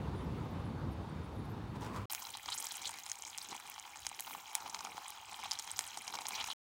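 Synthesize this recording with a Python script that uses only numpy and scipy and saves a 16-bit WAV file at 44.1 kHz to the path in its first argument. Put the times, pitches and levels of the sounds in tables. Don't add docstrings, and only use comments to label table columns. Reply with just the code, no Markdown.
import sys
import numpy as np
from scipy import signal
from scipy.fft import rfft, irfft, next_fast_len
from scipy.io import wavfile
from scipy.ndimage import uniform_filter1d

SR = 44100
rng = np.random.default_rng(int(sys.argv[2]) if len(sys.argv) > 2 else 0)


def undo_db(level):
    steps = np.asarray(level, float) / 20
    return 10 ** steps


def pcm_store(signal):
    levels = np.round(np.clip(np.atleast_2d(signal), -1, 1) * 32767)
    wavfile.write(sys.argv[1], SR, levels.astype(np.int16).T)


N = 291485


def evened(x):
    return x / np.sqrt(np.mean(x ** 2) + 1e-20)


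def hiss():
    return rng.standard_normal(N)


def curve(rows, column=1):
    rows = np.array(rows)
    return np.interp(np.arange(N) / SR, rows[:, 0], rows[:, column])


def swells(rows, rest_db):
    t = np.arange(N) / SR
    bells = sum(undo_db(db) ** 2 * np.exp(-((t - s) / half) ** 2) for s, half, db in rows)
    return np.sqrt(undo_db(rest_db) ** 2 + bells)


def add(mix, s, sound):
    part = mix[round(s * SR):][:len(sound)]
    part += sound[:len(part)]


def resonate(x, hz, width_hz):
    turn = np.exp(2j * np.pi * np.cumsum(hz * np.ones(len(x))) / SR)
    r = np.exp(-np.pi * width_hz / SR)
    return 2 * (turn * signal.lfilter([1 - r], [1, -r], x / turn)).real


def wash(spectrum, patchy_db, flicker_db):
    frames, hz = N // 256 + 5, np.fft.rfftfreq(1024, 1 / SR)
    a, b, patches = rng.standard_normal((frames, 513, 3)).T
    patches = evened(uniform_filter1d(uniform_filter1d(patches, 14, 0), 12, 1))
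    flicker = evened(uniform_filter1d(rng.standard_normal(frames), 4))
    f, db = np.transpose(spectrum)
    shape_db = np.interp(np.log(hz + 1), np.log(f + 1), db)[:, None]
    field_db = shape_db + patchy_db * patches + flicker_db * flicker
    noise = signal.istft((a + 1j * b) * undo_db(field_db), nperseg=1024, noverlap=768)[1]
    return evened(noise[:N])


def crackle(x, spread_db, size=60):
    grains = uniform_filter1d(rng.exponential(1, N) ** 2, size)
    return evened(x * undo_db(spread_db * evened(grains - 2)))


# f/Hz, relative density/dB per Hz
TRAFFIC_SPECTRUM = [(20, -33), (58, 1.5), (100, 1), (170, -3), (416, -12.5), (650, -19.5), (900, -15.5),
                    (1250, -21), (1700, -28.5), (3500, -35.5), (8200, -50), (12800, -52), (16500, -73)]
# t/s, level/dB
TRAFFIC_LEVEL = [(0.0, -42), (0.07, -40), (2.05, -44)]


def traffic():
    return undo_db(curve(TRAFFIC_LEVEL)) * wash(TRAFFIC_SPECTRUM, patchy_db=1.25, flicker_db=-0.14)


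# f/Hz, relative density/dB per Hz
LEAVES_SPECTRUM = [(5000, -30), (8500, -8), (11000, 5), (13500, -4), (16000, -28)]
LEAVES_DB = -83.5


def leaves():
    return undo_db(LEAVES_DB) * wash(LEAVES_SPECTRUM, patchy_db=5.5, flicker_db=5.5)


# [t/s, level/dB]
ENGINE_DRONES = [(101, 18, [(0, -64), (1.0, -52), (2.05, -47.5)]), (157, 22, [(0, -48), (.6, -54.5),
                 (1.1, -56), (2.05, -71)])]
# middle t/s, half width/s, level/dB
ENGINE_MOANS = [(.38, 0.067, -50.5)]
MOAN_HZ = 354


def engines():
    out = swells(ENGINE_MOANS, -np.inf) * evened(resonate(hiss(), MOAN_HZ, 40))
    for hz, width, levels in ENGINE_DRONES:
        out += undo_db(curve(levels)) * evened(resonate(hiss(), hz, width))
    return out


# f/Hz, level/dB
DISTANT_BANDS = [(3650, -73), (4480, -78)]


def distant_bands():
    return sum(undo_db(db) * evened(resonate(hiss(), hz, 130)) for hz, db in DISTANT_BANDS)


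# t/s, length/s, first f/Hz, last f/Hz, level/dB
BLIPS = [(0.146, 0.11, 10600, 10500, -72), (.12, .12, 9200, 9050, -73), (.22, .06, 12900, 12800, -72),
         (0.347, .05, 9650, 9500, -80), (.43, .04, 13200, 13100, -75), (.49, .04, 14400, 14300, -73),
         (.585, .03, 10000, 10100, -76), (0.64, 0.042, 10130, 10430, -70), (.885, 0.066, 11900, 11750, -72),
         (.92, .03, 9200, 9150, -72), (1.07, .05, 8860, 8850, -73), (1.21, 0.069, 9350, 9450, -73),
         (1.368, .06, 10650, 10550, -71), (1.44, .03, 10500, 10300, -74), (1.473, 0.066, 12050, 13450, -66)]


def blips():
    out = np.zeros(N)
    for s, length, first_hz, last_hz, db in BLIPS:
        glide = np.linspace(first_hz, last_hz, round(length * SR))
        band = resonate(rng.standard_normal(len(glide)), glide, 46.4)
        add(out, s, undo_db(db) * evened(band) * np.hanning(len(glide)))
    return out


# f/Hz, width/Hz, relative level/dB
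BOX_MODES = [(523, 230, 10.5), (1010, 100, 19), (1940, 82, -9), (4400, 1600, -24), (7400, 2000, -21)]
# t/s, pitch factor
CARD_FLEX = [(1.74, .95), (1.855, 0.86), (1.89, 1.05), (1.99, 0.98), (2.05, 1.1)]
# middle t/s, half width/s, level/dB
RUB_STROKES = [(1.76, 0.0092, -48.5), (1.86, 0.04, -46), (1.965, 0.027, -43), (2.02, 0.026, -51.5)]


def rubbed_box():
    slips = hiss() * undo_db(1.1 * rng.exponential(1, N))
    slips = crackle(slips, spread_db=1.8, size=150)
    flex = curve(CARD_FLEX)
    box = sum(undo_db(db) * resonate(slips, hz * flex, width) for hz, width, db in BOX_MODES)
    box = resonate(box, 2100, 14000)
    return swells(RUB_STROKES, -np.inf) * evened(box)


# t/s, level/dB, f/Hz
BOX_CREAKS = [(1.8088, -59, 6480), (1.819, -53.5, 3470), (1.8304, -56, 3490), (1.845, -57.5, 6810),
              (1.861, -58, 4450), (1.961, -53.5, 4900)]


def creaks():
    out = np.zeros(N)
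    for s, db, hz in BOX_CREAKS:
        snap = rng.standard_normal(400) * np.exp(-np.arange(400) / SR / 0.009)
        add(out, s, undo_db(db) * evened(resonate(resonate(snap, hz, 2.0 * hz), hz, 8000)))
    return out


def park():
    return traffic() + leaves() + engines() + distant_bands() + blips() + rubbed_box() + creaks()


# f/Hz, relative density/dB per Hz
ROOM_SPECTRUM = [(25, -35), (50, -1.5), (85, 10), (130, -11), (200, -29), (500, -52)]
# middle t/s, half width/s, level/dB
ROOM_BUMPS = [(2.13, .05, -75), (2.3, .09, -71), (2.52, .06, -67.5), (2.9, 0.043, -71), (3.6, 0.11, -78),
              (4.05, 0.042, -64), (4.3, .06, -79), (4.85, 0.19, -77.5), (5.4, 0.22, -72.5),
              (5.77, 0.044, -66.5), (6.45, 0.083, -66.5)]
ROOM_DB = -77


def room():
    return swells(ROOM_BUMPS, ROOM_DB) * wash(ROOM_SPECTRUM, patchy_db=1.1, flicker_db=-2.2)


# f/Hz, relative density/dB per Hz
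GURGLE_SPECTRUM = [(100, -43), (180, 0.5), (550, -3), (800, -26)]
GURGLE_DB = -75
STIR_DB, STIR_S = -24.5, 0.034


def gurgle():
    heaves = [(s, STIR_S, bowl_db + STIR_DB + 10 * np.log10(ms / 5)) for s, _, _, ms, bowl_db in POPS]
    melt = wash(GURGLE_SPECTRUM, patchy_db=1.5, flicker_db=2.5)
    return swells(heaves, GURGLE_DB) * crackle(melt, spread_db=3.0)


# f/Hz, relative density/dB per Hz
SIMMER_SPECTRUM = [(330, -51.5), (560, -3.5), (832, 5), (1570, -3.5), (6670, -3.5), (9600, -12.5),
                   (11500, -20), (15200, -22), (16500, -24)]
# t/s, fizzing level/dB, bubbling level/dB
HEAT_CURVE = [(2.1, -51.5, -58.5), (2.25, -53.5, -53), (2.41, -57, -60), (2.52, -51.5, -62),
              (2.9, -52, -59), (3.2, -58, -57.5), (3.5, -53, -57), (3.9, -56, -55), (4.1, -55, -59),
              (4.4, -55, -55.5), (4.65, -54, -47.5), (4.9, -55, -51), (5.2, -56, -52.5), (5.5, -52, -53),
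              (5.95, -52.5, -56), (6.2, -53, -50), (6.38, -47, -52.5), (6.53, -48.5, -58)]


def simmer():
    grains = crackle(wash(SIMMER_SPECTRUM, patchy_db=2.7, flicker_db=1.6), spread_db=0.5)
    return undo_db(curve(HEAT_CURVE) - 4.0) * grains


BOWL_HZ, BOWL_WIDTH_HZ = 833.4, 174
SEETHE_DB = -8.5


def seethe():
    ring = resonate(resonate(hiss(), 1.012 * BOWL_HZ, BOWL_WIDTH_HZ), 1.105 * BOWL_HZ, 400)
    return undo_db(curve(HEAT_CURVE, column=2) + SEETHE_DB) * crackle(ring, spread_db=3.5, size=120)


# middle t/s, half width/s, level/dB
SPRAY_SWELLS = [(2.14, 0.14, -50.5), (2.7, .15, -57), (3.05, 0.074, -65), (4.3, 0.071, -53),
                (4.85, .3, -69), (5.85, 0.1, -63), (6.15, .02, -60), (6.32, 0.056, -60.5), (6.48, .04, -63)]
SPRAY_DB = -66


def spray():
    air = resonate(resonate(hiss(), 14000, 5000), 15000, 7000)
    air = crackle(crackle(air, spread_db=3.0, size=25), spread_db=2.5, size=900)
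    return swells(SPRAY_SWELLS, SPRAY_DB) * air


MIST_DB, MIST_S = -18, 0.033


def mist():
    thrown = np.zeros(N)
    for s, db, _, ms, _ in POPS:
        add(thrown, s, [undo_db(db + MIST_DB) ** 2 * ms / (1 + ms)])
    power = signal.lfilter([1], [1, -np.exp(-2 / (MIST_S * SR))], thrown)
    drops = resonate(resonate(hiss(), 6200, 9500), 8500, 9000)
    return np.sqrt(power) * crackle(drops, spread_db=5.5, size=40)


def chances(count, size):
    return np.stack([rng.standard_normal((count, size)), rng.exponential(1, (count, size))], 1)


TAIL_MS = 1.5
SWELL_PER_MS = 0.006


def burst(hz, octaves, ms, chance):
    size = np.clip(round(ms * SR / 1000), 8, chance.shape[1] - 400)
    t = np.arange(size + 400) / size
    noise, spikes = chance[:, :len(t)]
    blowing = np.exp(-(1.1 + 2.0 / ms) * t - np.maximum(t - 1, 0) * ms / TAIL_MS)
    blowing *= min(ms / 7.3, 1)
    blowing *= 1 - np.exp(-t / (SWELL_PER_MS * ms))
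    sputter = np.minimum(np.repeat(spikes, repeats=24)[:len(t)], 3)
    jet = noise * undo_db(2.2 * spikes + 4.7 * sputter) * blowing
    thuds = noise * undo_db(6.0 * spikes) * blowing
    jet[0] += 3.9 * np.sign(noise[0])
    thuds[0] += 45 * np.sign(noise[0])
    climb = np.minimum(hz * 2 ** (0.011 * ms * (np.minimum(t, 1) - .5)), SR / 2.5)
    width_hz = np.clip(0.96 * octaves * hz, 300, 9000)
    vent = jet
    for factor in (1, 1.17, 1.93, 2.9):
        vent = resonate(vent, climb, factor * width_hz)
    detuned_hz = BOWL_HZ * 2 ** (0.09 * abs(noise[1]))
    ring = resonate(resonate(thuds, detuned_hz, BOWL_WIDTH_HZ), 1010, 970)
    slap = resonate(resonate(thuds, 2300, 2500), 2300, 3500)
    bowl = evened(ring) + 0.21 * evened(slap)
    return np.array([evened(vent), evened(bowl)]) * np.sqrt(size / len(t))


FIZZ_PER_S, FIZZ_KINDS = 1100, 300


def fizz():
    kinds = []
    for (pitch, broad, long), chance in zip(rng.random((FIZZ_KINDS, 3)), chances(FIZZ_KINDS, size=800)):
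        hz, octaves = 2200 * 2 ** (2.6 * pitch ** 1.6), 0.22 + .45 * broad ** 3
        kinds.append(burst(hz, octaves, 0.21 + 2.37 * long ** 3, chance))
    out, fizz_db, bowl_db = np.zeros(N), curve(HEAT_CURVE), curve(HEAT_CURVE, column=2)
    start, end = KITCHEN_SPAN
    for when, kind, big, low in rng.random((round(FIZZ_PER_S * (end - start)), 4)):
        s = start + when * (end - start)
        vent_db = fizz_db[round(s * SR)] - 8.0 + 17 * big ** 4
        ring_db = bowl_db[round(s * SR)] - 8.5 + 15 * low ** 7
        add(out, s, undo_db(np.array([vent_db, ring_db])) @ kinds[int(kind * FIZZ_KINDS)])
    return out


SPITS_PER_S = 40


def spits():
    out, fizz_db, bowl_db = np.zeros(N), curve(HEAT_CURVE), curve(HEAT_CURVE, column=2)
    start, end = KITCHEN_SPAN
    count = round(SPITS_PER_S * (end - start))
    draws = zip(rng.random((count, 6)), chances(count, size=1200))
    for (when, pitch, broad, long, big, low), chance in draws:
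        s = start + when * (end - start)
        vent_db = fizz_db[round(s * SR)] - 2 + 8 * big ** 2
        ring_db = bowl_db[round(s * SR)] - 4.5 + 9 * low ** 2
        hz, octaves = 3000 * 2 ** (2.2 * pitch ** 1.6), 0.22 + 0.5 * broad ** 3
        sound = burst(hz, octaves, 0.61 + 3.5 * long ** 2, chance)
        add(out, s, undo_db(np.array([vent_db, ring_db])) @ sound)
    return out


NARROW_OCTAVES, WIDE_OCTAVES = 0.23, 1.61
WIDE_AT_DB = -4
SNAP_OCTAVES, SNAP_AT_DB = 0.75, -26
SETTLE_MS = 41


def breadth(db, bowl_db, ms):
    deep = 1 / (1 + undo_db(WIDE_AT_DB - (bowl_db - db)))
    hard = 1 / (1 + undo_db(SNAP_AT_DB - db))
    octaves = NARROW_OCTAVES + (WIDE_OCTAVES - NARROW_OCTAVES) * deep + SNAP_OCTAVES * hard
    return octaves / (1 + ms / SETTLE_MS)


# t/s, vent level/dB, centre f/Hz, length/ms, bowl ring level/dB
POPS = [(2.0984, -46, 4600, 11.7, -49), (2.1146, -38, 10860, 4.7, -62), (2.1218, -37, 13700, 6, -71),
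        (2.1245, -28, 14000, 0.66, -66), (2.133, -34, 8300, 2.1, -41), (2.185, -53, 8500, 1.8, -56),
        (2.195, -52, 7500, 2, -58), (2.2095, -50, 13000, 2, -62), (2.221, -46.5, 6840, 12, -50.5),
        (2.242, -46, 12000, 1.5, -65), (2.2512, -43.5, 3800, 3.9, -53), (2.269, -46, 4820, 5.1, -48.5),
        (2.2918, -47.5, 6000, 3.4, -54), (2.3052, -42.5, 9050, 3, -66), (2.335, -47, 3730, 23.6, -51),
        (2.3717, -34, 8060, 0.53, -44), (2.385, -47.5, 2800, 1, -49), (2.431, -47, 9000, 2, -61.5),
        (2.4596, -39, 4400, 1.9, -44), (2.484, -44, 3760, 13.6, -42.5), (2.501, -42, 7100, 5, -50),
        (2.5192, -38.5, 3970, 17, -56), (2.54, -41.5, 7400, 8.1, -50), (2.548, -45.5, 11600, 19, -64),
        (2.575, -41, 7000, 17, -54.5), (2.586, -34, 7160, 0.86, -49), (2.598, -40, 9700, 14, -54),
        (2.6259, -40, 5650, 3.2, -52), (2.6406, -43, 7500, 16, -49.5), (2.656, -39, 12900, 2.3, -63),
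        (2.6682, -36.5, 6400, 3.7, -50.5), (2.686, -47, 7500, 4.2, -56), (2.7087, -43.5, 4100, 8.8, -57),
        (2.7197, -41, 8800, 6, -51), (2.752, -44.5, 8000, 15, -57), (2.769, -40, 9600, 3.3, -52),
        (2.7802, -47.5, 3400, 3, -60), (2.792, -52.5, 3800, 10, -57.5), (2.8182, -45, 7300, 5.2, -49),
        (2.826, -45, 6500, 1.5, -60), (2.833, -47, 6500, 1.5, -58), (2.838, -49.5, 3770, 15, -54),
        (2.8532, -38, 3930, 8.4, -58), (2.8563, -40, 7600, 0.92, -64), (2.861, -41, 7600, 1, -62),
        (2.8665, -42.5, 7800, 1, -63), (2.8682, -42, 3910, 10, -66), (2.872, -41, 6950, 12.6, -53),
        (2.8923, -41, 7800, 4.2, -42), (2.9084, -43.5, 8800, 3.9, -60), (2.9165, -47.5, 6420, 2.4, -49),
        (2.929, -50, 6500, 1.3, -59), (2.9407, -44, 7020, 1.9, -45), (2.973, -53, 7500, 1.8, -61),
        (2.9866, -41.5, 5470, 1.8, -49), (2.9931, -40, 14610, .7, -64), (3.0, -45, 7500, 1.5, -58),
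        (3.035, -47.5, 6800, 6, -67), (3.058, -48, 8000, 3, -60), (3.0637, -39, 6360, 1.7, -45.5),
        (3.068, -47, 8500, 1.5, -49), (3.09, -45, 7000, 1.7, -54), (3.0973, -38.5, 6650, 3.8, -56),
        (3.1166, -30, 6200, 1.9, -53), (3.156, -47, 6760, 2.7, -68), (3.187, -48, 7900, 3, -60),
        (3.2226, -34.5, 6800, 1, -57), (3.237, -51, 8000, 2.6, -58), (3.251, -40, 5850, 2.3, -57),
        (3.2635, -49, 7000, 23, -56), (3.298, -49.5, 7350, 6, -68), (3.347, -44.5, 3080, 2.2, -57),
        (3.3777, -30.5, 9500, 0.59, -66), (3.3839, -28.5, 5630, 0.49, -59), (3.4142, -41.5, 4350, 3.9, -62),
        (3.422, -49, 13000, 1.5, -56), (3.428, -48, 8000, 3.9, -58), (3.435, -45, 13500, 2, -69),
        (3.445, -48, 7500, 5, -60), (3.488, -44.5, 7000, 2.3, -56), (3.509, -50, 4800, 15, -48.5),
        (3.528, -53, 3100, 2.7, -38), (3.549, -67, 3000, 6.2, -46), (3.565, -38.5, 7440, 0.74, -46),
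        (3.598, -50, 8600, 5.8, -51.5), (3.654, -58, 3050, 8.2, -50.5), (3.676, -45, 6640, 1.3, -48),
        (3.688, -62, 3000, 4, -49), (3.6994, -34, 12700, 1, -68), (3.741, -49.5, 5960, 4, -62),
        (3.761, -54, 3000, 1.7, -46), (3.78, -51, 3150, 3.4, -43.5), (3.798, -38, 6800, 0.99, -57),
        (3.851, -56, 3200, 6.4, -48.5), (3.876, -58, 2600, 4.4, -51), (3.958, -48, 6640, 4.5, -50.5),
        (3.971, -46, 6800, 2, -72), (4.05, -47, 3000, 3, -47), (4.067, -30, 6140, 2.4, -45),
        (4.0911, -38, 7800, 1.2, -62), (4.1145, -61, 4030, 5, -44.5), (4.1474, -47, 5750, 2.6, -55),
        (4.1915, -43.5, 3280, 2.6, -54), (4.197, -36, 8230, 2.2, -41), (4.206, -32, 11700, 2.3, -52),
        (4.262, -45, 11000, 2.2, -56.5), (4.2688, -52.5, 3600, 14.5, -46),
        (4.2978, -45.5, 9440, 2.8, -47.5), (4.309, -54.5, 3000, 2.5, -41), (4.329, -45, 12000, 2.2, -62),
        (4.349, -69, 3030, 5.9, -39.5), (4.515, -50, 6640, 1.7, -54), (4.532, -53, 2800, 1.5, -47),
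        (4.5524, -24, 8300, 2.34, -39.5), (4.603, -49, 4830, 5.7, -52), (4.6584, -52.5, 3960, 15, -45),
        (4.679, -50, 3930, 2.7, -48), (4.696, -44.5, 6700, 7.7, -56), (4.746, -35.5, 4660, 3.8, -39.5),
        (4.7902, -44.5, 5000, 5.1, -50), (4.8065, -43, 5400, 4.1, -42), (4.8494, -38.5, 5460, 2.3, -37),
        (4.8571, -53, 3740, 2.4, -42.5), (4.8706, -67, 3430, 6.6, -43.5), (4.9692, -51.5, 5070, 11, -41.5),
        (5.08, -44, 8700, 5.5, -68), (5.1045, -39.5, 10500, 2.3, -52), (5.324, -53, 3000, 2.1, -42.5),
        (5.3436, -44, 2850, 3.1, -52), (5.39, -65, 3900, 15, -46.5), (5.4369, -49, 5700, 3.9, -40.5),
        (5.443, -44, 3430, 7.6, -51.5), (5.455, -49.5, 3020, 11.5, -43), (5.5113, -32.5, 5130, 3, -45.5),
        (5.5168, -26.5, 5130, 2.1, -46), (5.5274, -48, 4160, 6.2, -46), (5.5378, -44, 4830, 2.2, -66),
        (5.5532, -46.5, 3980, 5.5, -66), (5.5892, -36, 5830, 2.9, -63), (5.5955, -36.5, 6400, 4.4, -49),
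        (5.6761, -42, 4680, 2.2, -46), (5.706, -43, 6130, 2.1, -49), (5.715, -33.5, 8200, 2.5, -71),
        (5.7646, -45, 6040, 5.5, -60), (5.7825, -40, 7440, 1.6, -60), (5.7916, -21, 7100, 0.91, -36.5),
        (5.84, -40, 4000, 0.77, -52), (5.866, -43.5, 8650, 2.6, -71), (5.877, -43, 8800, 3.3, -71),
        (5.9731, -39, 6400, 3.9, -39.5), (6.078, -38.5, 5660, 5.8, -51.5), (6.106, -48, 7000, 2.2, -55),
        (6.126, -45, 3500, 3, -59), (6.138, -45.5, 5070, 13, -42), (6.1526, -40.5, 4640, 6.3, -43.5),
        (6.188, -41, 4050, 2.6, -37.5), (6.208, -49.5, 7500, 10, -56), (6.218, -44, 5570, 2.7, -46),
        (6.2547, -42.5, 3570, 6.9, -44), (6.268, -32.5, 5600, 1.6, -67), (6.2835, -38, 9900, 9.6, -48),
        (6.3076, -43, 2950, 2.6, -39), (6.318, -50, 5660, 22, -52), (6.3492, -40.5, 4730, 16, -48),
        (6.3773, -48.5, 2800, 21, -45.5), (6.397, -44, 3100, 13, -54), (6.4052, -41.5, 3500, 18, -45),
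        (6.441, -38.5, 5870, 3.5, -41), (6.461, -45, 6660, 5, -54), (6.473, -44.5, 6730, 8.2, -52),
        (6.4846, -58, 3510, 6, -42), (6.5012, -41.5, 3800, 9.1, -44), (6.5116, -43.5, 3720, 13, -56)]


def pops():
    out = np.zeros(N)
    for (s, db, hz, ms, bowl_db), chance in zip(POPS, chances(len(POPS), size=2000)):
        sound = burst(hz, breadth(db, bowl_db, ms), ms, chance)
        add(out, s, undo_db(np.array([db, bowl_db])) @ sound)
    return out


# delay/ms, level/dB
PAN_ECHOES = [(.45, -22.5), (1.1, -16), (1.9, -23), (3.1, -22.5), (4.6, -26)]
# f/Hz, width/Hz, level/dB
PAN_MODES = [(1900, 850, 1.5), (3206, 190, -3), (3930, 370, -5.5), (5350, 55, -2.5), (6470, 570, -2),
             (8500, 1700, -13), (9440, 60, -18)]


def sizzle():
    out = simmer() + seethe() + spray() + mist() + fizz() + spits() + pops()
    small_pockets = signal.butter(6, 670, "high", fs=SR, output="sos")
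    out = signal.sosfilt(small_pockets, out)
    walls = np.zeros(400)
    walls[0] = 1
    for ms, db in PAN_ECHOES:
        walls[round(ms * SR / 1000)] = -undo_db(db)
    out = signal.oaconvolve(out, walls)[:N]
    ringing = sum(undo_db(db) * resonate(out, hz, width) for hz, width, db in PAN_MODES)
    return undo_db(-3.0) * (out + ringing)


# f/Hz, gain/dB
MIC_RESPONSE = [(0, -60), (30, -25.5), (55, -0.5), (10000, -1.5), (12500, -5), (15500, 2), (15900, -0.5),
                (16300, -48.5), (22050, -78)]


def microphone(x):
    hz, db = np.transpose(MIC_RESPONSE)
    size = next_fast_len(N)
    gain = undo_db(np.interp(np.fft.rfftfreq(size, 1 / SR), hz, db))
    return irfft(rfft(x, size) * gain, size)[:N]


# start t/s, end t/s
PARK_SPAN = (0, 2.056)
# start t/s, end t/s
KITCHEN_SPAN = (2.0978, 6.534)


def during(span):
    t = np.arange(N) / SR
    return np.clip(np.minimum(t - span[0], span[1] - t) / 0.00034, 0, 1)


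def scene():
    outdoors = microphone(park())
    indoors = microphone(room() + gurgle() + sizzle())
    return (during(PARK_SPAN) * outdoors + during(KITCHEN_SPAN) * indoors)[None]


def band_limit(x):
    return signal.sosfilt(signal.butter(12, 16820, fs=SR, output="sos"), x)


def record(dry):
    return band_limit(dry)


dry = scene()
out = record(dry)
pcm_store(out)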